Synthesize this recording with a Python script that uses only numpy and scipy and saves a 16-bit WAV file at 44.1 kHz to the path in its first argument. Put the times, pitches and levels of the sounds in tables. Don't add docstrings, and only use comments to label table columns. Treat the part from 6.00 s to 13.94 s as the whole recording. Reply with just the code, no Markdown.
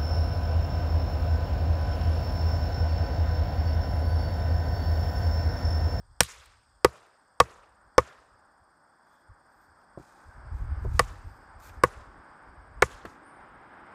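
import sys
import numpy as np
from scipy import signal
from scipy.fft import rfft, irfft, next_fast_len
from scipy.io import wavfile
from scipy.ndimage import uniform_filter1d, minimum_filter1d

SR = 44100
rng = np.random.default_rng(int(sys.argv[2]) if len(sys.argv) > 2 else 0)


def gain_from_db(level_db):
    decades = np.asarray(level_db, float) / 20
    return 10 ** decades


def inscribe(sig):
    pcm = np.round(np.clip(np.atleast_2d(sig).T, -1, 1) * 32767)
    wavfile.write(sys.argv[1], SR, pcm.astype(np.int16))


N = 350154

# start_s, thud_db, ring_db, crack_db, bite_db (added to the crack above 7 kHz)
BLOWS = [
    (0.2046, -15.5, -20, -2.5, 2.5),
    (.845, 3, -7.5, -12, 3),
    (1.4004, -5.5, 0.5, -10.5, -1.5),
    (1.9795, -1.5, -2, -12.5, -4.5),
    (4.9924, -6, -5, -10.5, -1),
    (5.835, -6.5, -5.5, -17.5, 9),
    (6.8212, -1.5, -12, -14, -2.5),
]
# knock_db, echo_brightness_db
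LANDING = [
    (-15, 10),
    (-12, -3),
    (-11, -2.5),
    (-11, -1.5),
    (-12, -0.1),
    (-11.5, -2.5),
    (-6.5, 2.5),
]
# pitch_hz, level_db (per Hz)
CLOTH_COLOUR = [(1290, -36), (2200, -5.5), (2450, 3), (2760, -9.5), (4020, -4), (4450, -5.5), (6810, -3.5),
                (11100, -11), (13800, -4.5), (15900, -21.5), (16300, -37)]


def rms_one(x):
    return x / np.sqrt(np.mean(x ** 2) + 1e-20)


def in_time(rows):
    s, db = np.transpose(rows)
    return np.interp(np.arange(N) / SR, s, db)


def at_hz(points, hz, column=1):
    points = np.array(points)
    return np.interp(np.log(hz), np.log(points[:, 0]), points[:, column])


def coloured(spectrum, size=N):
    padded = next_fast_len(size)
    hz = np.maximum(np.arange(padded // 2 + 1) * SR / padded, 1)
    (low_hz, low_db), (high_hz, high_db) = spectrum[0], spectrum[-1]
    closed = [(low_hz / 2, low_db - 40), *spectrum, (high_hz * 4, high_db - 80)]
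    white = rfft(rng.standard_normal(padded))
    return rms_one(irfft(white * gain_from_db(at_hz(closed, hz)), padded)[:size])


def drift(rate_hz):
    r = np.exp(-80 * np.pi * rate_hz / SR)
    slow = signal.lfilter([1], [1, -2 * r, r * r], rng.standard_normal(N // 40 + 2002))[2000:]
    return np.interp(np.arange(N) / 40, np.arange(len(slow)), rms_one(slow))


def add(track, s, sound):
    at = round(s * SR)
    track[at:at + len(sound)] += sound[:N - at]


def dying(t, rise_s, t60_s):
    return (1 - np.exp(-t / rise_s)) * gain_from_db(-60 * t / t60_s)


def fibre_crack(t, bite_db):
    # pitch_hz, level_db (per Hz)
    crack_colour = [(1180, -28), (2000, -3), (4070, -3), (5110, -0.5), (6480, -7.5), (9530, -7),
                    (11000, -25.5), (13400, -13), (15700, -26.5), (16300, -32.5)]
    bitten = [(hz, level_db + bite_db * (hz > 7000)) for hz, level_db in crack_colour]
    burst = dying(t, 0.00098, 0.011) * dying(t, 0.00098, 0.071)
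    late = gain_from_db(-24) * dying(t, .003, 0.034)
    return coloured(bitten, size=len(t)) * (burst + late)


def end_grain_crush(t):
    # pitch_hz, level_db (per Hz)
    crush_colour = [(180, -8), (400, 0.5), (800, -3), (1500, -3.5), (2600, -12.5)]
    return coloured(crush_colour, size=len(t)) * dying(t, .0015, .022)


def post_ring(t, family_db):
    # pitch_hz, level_db, t60_s, family (0 ground, 1 thud, 2 ring, 3 knock, 4 side ring, 5 steel head)
    post_modes = [(68, -3.5, 0.13, 0), (118, 0.5, .095, 0), (173, -2.5, 0.075, 0), (352, -4, 0.026, 4),
                  (420, -2, 0.03, 1), (496, 2, 0.036, 4), (703, -11, 0.026, 4), (950, -8.5, 0.043, 4),
                  (1112, 2.4, 0.034, 1.5), (1209, -6, 0.045, 4), (1488, -2.5, .03, 3), (1770, -3, 0.031, 3),
                  (1980, -2.5, 0.03, 3), (2230, -5, 0.029, 3), (826, -10, .025, 4), (5090, -4.5, .014, 5),
                  (8400, -11, .01, 5)]
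    out = np.zeros(len(t))
    chance = rng.standard_normal((len(post_modes), 3))
    for (hz, level_db, t60, family), (tune, gain_db, phase) in zip(post_modes, chance):
        family = int(round(family))
        turns = hz * (1 + 0.009 * tune) * t
        swing = -np.sin(2 * np.pi * turns + 0.38 * family * phase)
        out += gain_from_db(level_db + family_db[family] + gain_db - 1) * swing * dying(t, 0.002, t60)
    return out


def blows():
    out, t = np.zeros(N), np.arange(8192) / SR
    ground_db = -20
    for (s, thud_db, ring_db, crack_db, bite_db), (knock_db, _) in zip(BLOWS, LANDING):
        side_db = (thud_db + ring_db) / 2
        family_db = [ground_db, thud_db, ring_db, knock_db, side_db, crack_db]
        add(out, s + .0004, gain_from_db(crack_db + 7.5) * fibre_crack(t, bite_db))
        add(out, s + .001, gain_from_db(knock_db + 5.5) * end_grain_crush(t))
        add(out, s + .0013, post_ring(t, family_db))
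    return out


def wood_edge():
    # pitch_hz, level_db, t60_s
    wood_decay = [(120, -63, 0.4), (200, -70, 0.55), (300, -69, 0.49), (480, -59, 1), (750, -64, 1),
                  (1120, -55.5, 1), (1600, -60, 1), (2500, -62.5, 0.72), (5027, -64, 0.74),
                  (7850, -59.5, 0.5), (14000, -73.5, .33)]
    near_db, near_s = 15, .024
    trees_db, trees_s, trees_rise_s = 5, 0.069, .015
    low_follows = 0.32
    out, t = np.zeros(N), np.arange(SR) / SR
    edges_hz = 85 * 2 ** np.arange(0, 8, .5)
    shape_db = near_db * np.exp(-t / near_s) + trees_db * np.clip((t - trees_s) / trees_rise_s, 0, 1)
    white = rng.standard_normal((2, N))
    for k, (low, high) in enumerate(zip(edges_hz, edges_hz[1:])):
        hz, level = np.sqrt(low * high), np.zeros(N)
        tail = gain_from_db(at_hz(wood_decay, hz) + shape_db - 60 * t / at_hz(wood_decay, hz, column=2))
        for (s, _, ring_db, *_), (_, high_db) in zip(BLOWS, LANDING):
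            low_db = low_follows * (ring_db + 4)
            add(level, s + .004, gain_from_db(at_hz([(800, low_db), (2500, high_db)], hz)) * tail)
        band = signal.sosfilt(signal.butter(2, [low, high], "band", fs=SR, output="sos"), white[k % 2])
        out += level * gain_from_db(2.8 * drift(39)) * rms_one(band)
    return out


def taps():
    # start_s, peak_db, body_hz, t60_s, tick_db
    small_contacts = [(0.2326, -15, 8640, 0.0089, -25), (.457, -47, 8340, .03, -32),
                      (1.063, -64, 4000, .01, -3.5), (3.068, -75, 9000, .01, 3.5),
                      (3.814, -68, 2800, 0.04, -3), (3.974, -27.5, 420, 0.045, -49),
                      (3.996, -36.5, 300, 0.079, -31), (4.545, -58, 906, .02, -9),
                      (4.847, -25, 360, 0.081, -35), (5.6, -64, 1500, .02, 8),
                      (5.693, -45, 2500, 0.055, -13), (7.05, -32, 503, 0.097, -30),
                      (7.053, -31, 1600, 0.045, -19.5)]
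    out, t = np.zeros(N), np.arange(4096) / SR
    for s, peak_db, hz, t60, tick_db in small_contacts:
        tone = np.sin(2 * np.pi * hz * t) * dying(t, .001, min(t60, .015))
        dull = coloured([(hz / 5, 3), (hz, -.5), (hz * 3, -14)], size=len(t)) * dying(t, 0.0006, t60)
        tick = gain_from_db(tick_db) * coloured(CLOTH_COLOUR, size=len(t)) * dying(t, 0.00047, 0.023)
        add(out, s, gain_from_db(peak_db) * (tone + .5 * dull + tick))
    return out


def rustle():
    # start_s, length_s, swelling_share (of the length), swish_db, scuff_db
    movements = [(.425, .05, .6, -74.5, -90), (3.02, 0.32, .35, -88, -90), (3.4, .36, .6, -84, -91),
                 (3.721, .18, 0.49, -92, -96.5), (3.96, .62, 0.08, -84.5, -78.5),
                 (4.518, 0.25, 0.17, -81, -81), (4.62, 0.67, 0.58, -77, -77.5), (4.884, 0.21, .5, -76, -69),
                 (5.14, 0.4, .42, -81, -86.5), (5.571, .16, 0.58, -64.5, -68), (5.67, 0.2, .3, -83, -81),
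                 (7.035, 0.16, .3, -84, -75.5)]
    # pitch_hz, level_db (per Hz)
    swish_colour = [(10500, -13.5), (12200, -2.5), (13600, 0), (15000, -5), (16000, -10)]
    swish, scuff = np.zeros((2, N))
    for s, length, swelling, swish_db, scuff_db in movements:
        place = np.interp(np.arange(length * SR) / (length * SR), [0, swelling, 1], [0, .5, 1])
        add(swish, s, gain_from_db(swish_db) * np.sin(np.pi * place) ** 2.3)
        add(scuff, s, gain_from_db(scuff_db) * np.sin(np.pi * place) ** 2.4)
    dull = signal.sosfilt(signal.butter(4, 10500, fs=SR, output="sos"), coloured(CLOTH_COLOUR))
    thin = gain_from_db(-0.5) * swish * coloured(swish_colour)
    broad = gain_from_db(7.5) * scuff * rms_one(dull)
    return gain_from_db(2.0 * drift(91)) * (thin + broad)


def wind():
    # time_s, level_db
    gust_level = [(0, -52), (.3, -65.5), (.8, -68.5), (1.15, -85.5), (1.6, -70), (2.3, -72), (2.95, -86),
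                  (3.5, -75), (4.2, -74), (4.6, -37), (5.0, -29.5), (5.15, -43), (5.45, -60.5), (5.98, -48),
                  (6.3, -70), (6.75, -52), (7.25, -72.5), (7.94, -71.5)]
    # pitch_hz, level_db (per Hz)
    gust_colour = [(8.8, -33), (15, -14.5), (46, 2), (76, -1), (105, -7.5), (188, -31.5), (280, -33),
                   (400, -45), (520, -73), (880, -120)]
    # time_s, level_db
    eddy_hits = [(0.387, -60), (.499, -61.5), (.738, -64), (1.871, -65), (2.34, -64), (2.614, -64.5),
                 (3.312, -48), (3.707, -69), (3.986, -57), (4.28, -48), (4.385, -41.5), (4.465, -37.5),
                 (4.53, -32.5), (4.624, -31.5), (4.709, -27.5), (4.859, -30), (5.263, -40), (5.562, -50),
                 (5.727, -50), (5.792, -43), (6.186, -51.5), (6.485, -58.5), (6.59, -52.5), (6.775, -42),
                 (6.954, -46.5), (7.064, -49), (7.403, -58), (7.523, -59.5), (7.583, -60.5)]
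    eddy_s = 0.014
    noise = coloured(gust_colour)
    noise /= np.sqrt(uniform_filter1d(noise ** 2, size=4000) + 0.17)
    level = gain_from_db(in_time(gust_level) + 2.9 * drift(15))
    t = np.arange(-2048, 2048) / SR
    for s, db in eddy_hits:
        add(level, s + t[0], gain_from_db(db) * np.exp(-.5 * (t / eddy_s) ** 2))
    return level * noise


def road():
    # time_s, tyre_hiss_db
    approach = [
        (0, -69),
        (.7, -69.5),
        (1.9, -63),
        (2.6, -64.5),
        (4.0, -60),
        (4.75, -52),
        (5.15, -56),
        (5.8, -54),
        (6.6, -54),
        (7.94, -51.5),
    ]
    # pitch_hz, level_db (per Hz)
    tyre_colour = [(210, -54.5), (350, -27), (585, -8), (712, -9), (768, -3.5), (1180, -5), (1390, -5.5),
                   (1600, -5.5), (2050, -20.5), (2700, -41), (3510, -74.5), (5940, -120)]
    # pitch_hz, level_db (per Hz)
    tread_colour = [(1700, -7.5), (2100, 1), (2700, -11), (3300, -13), (4000, -20)]
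    # pitch_hz, level_db (per Hz)
    drone_colour = [(60, -9), (110, -1.5), (180, 0), (300, 2), (500, -4.5), (800, -22)]
    hiss_db = in_time(approach)
    tread = gain_from_db(1.5 * (hiss_db + 51.5) - 13.5) * coloured(tread_colour)
    tyres = gain_from_db(hiss_db + .8 * drift(5.3)) * (coloured(tyre_colour) + tread)
    drone_db = -61 + 1.2 * (hiss_db + 53)
    return tyres + gain_from_db(drone_db + 0.6 * drift(8)) * coloured(drone_colour)


def cricket(pace, start, hz, fall_hz, length, level_db):
    since_s, rate = np.transpose(pace)
    rate_now = rate[np.searchsorted(since_s, np.arange(N) / SR, "right") - 1]
    count = start + np.cumsum(rate_now) / SR
    place = ((count + 0.59) % 1 - .5) / length
    pitch_hz = hz - fall_hz * np.clip(place + .5, 0, 1) ** 3
    stroke = np.cos(np.pi * np.clip(place, -.5, .5))
    rough_db = 1.2 * drift(5) + 3 * drift(300)
    return gain_from_db(level_db + rough_db) * stroke * np.sin(2 * np.pi * np.cumsum(pitch_hz) / SR)


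def crickets():
    # from_s, chirps_per_s
    near_pace = [(0, 15.99), (1.8, 15.73), (3.1, 16.007), (4.5, 16.57), (5.4, 16.05)]
    # from_s, chirps_per_s
    far_pace = [(0, 17.07), (1.8, 16.956), (4.5, 16.8), (6.4, 17.39)]
    near = cricket(near_pace, start=-.21, hz=8750, fall_hz=900, length=.4, level_db=-75)
    far = cricket(far_pace, start=.02, hz=7230, fall_hz=800, length=.46, level_db=-84)
    return near + far


def insect_chorus():
    # pitch_hz, width_hz, level_db
    voices = [(3400, 280, -90), (4937, 760, -78.5), (7040, 540, -94), (8600, 560, -88), (8170, 420, -82.5)]
    swell_db, swell_period_s = 2.5, 5.1
    flare_s, flare_db, flare_length_s = 3.16, 13, .1
    out, t = np.zeros(N), np.arange(N) / SR
    swelling_db = swell_db * np.cos(2 * np.pi * t / swell_period_s)
    flaring_db = flare_db * np.exp(-((t - flare_s) / flare_length_s) ** 2)
    for hz, width, level_db in voices:
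        band = signal.butter(2, [hz - width / 2, hz + width / 2], "band", fs=SR, output="sos")
        voice = rms_one(signal.sosfilt(band, rng.standard_normal(N)))
        out += gain_from_db(level_db + swelling_db + flaring_db * (hz < 4000) + drift(4)) * voice
    return out


def passing_buzz():
    start_s, length_s, level_db, rise_s, t60_s = 7.225, .3, -64, .02, 0.94
    floor_hz, opens_hz, opens_s = 8300, 1550, 0.028
    out, t = np.zeros(N), np.arange(length_s * SR) / SR
    edge_hz = opens_hz * (1 - np.exp(-(t / opens_s) ** 2))
    wobble, rough = drift(58.4), drift(120)
    level = gain_from_db(level_db - 16) * dying(t, rise_s, t60_s) * np.sqrt(1 - t / length_s)
    for k, place in enumerate(rng.random(16)):
        own = slice(k * len(t), (k + 1) * len(t))
        pitch_hz = floor_hz + place * edge_hz + 60 * wobble[own]
        add(out, start_s, level * gain_from_db(7.0 * rough[own]) * np.sin(2 * np.pi * np.cumsum(pitch_hz) / SR))
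    return out


def microphone_hiss():
    # pitch_hz, level_db (per Hz)
    hiss_colour = [(20, -21.5), (300, -11.5), (2500, 2.5), (6000, -5), (9500, -1.5), (11000, -6.5),
                   (16000, -5)]
    return gain_from_db(-88.5) * coloured(hiss_colour)


def scene():
    work = blows() + wood_edge() + taps() + rustle()
    insects = crickets() + insect_chorus() + passing_buzz()
    return (work + wind() + road() + insects + microphone_hiss())[None]


def band_limit(x):
    return signal.sosfilt(signal.butter(12, 16430, fs=SR, output="sos"), x)


def record(dry):
    heard = signal.sosfilt(signal.butter(2, 28, "high", fs=SR, output="sos"), dry)
    release_db = 900 * np.arange(N) / SR
    over_db = np.maximum(20 * np.log10(np.abs(heard[0]) + 1e-9) + 0.11, 0)
    held_db = np.maximum.accumulate(over_db + release_db) - release_db
    ahead_db = uniform_filter1d(-minimum_filter1d(-held_db, size=41), size=41)
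    limited = heard * gain_from_db(-ahead_db)
    cut = signal.sosfilt(signal.cheby2(10, 60, 16650, fs=SR, output="sos"), limited)
    return band_limit(np.clip(cut, -1, 1))


dry = scene()
out = record(dry)
inscribe(out)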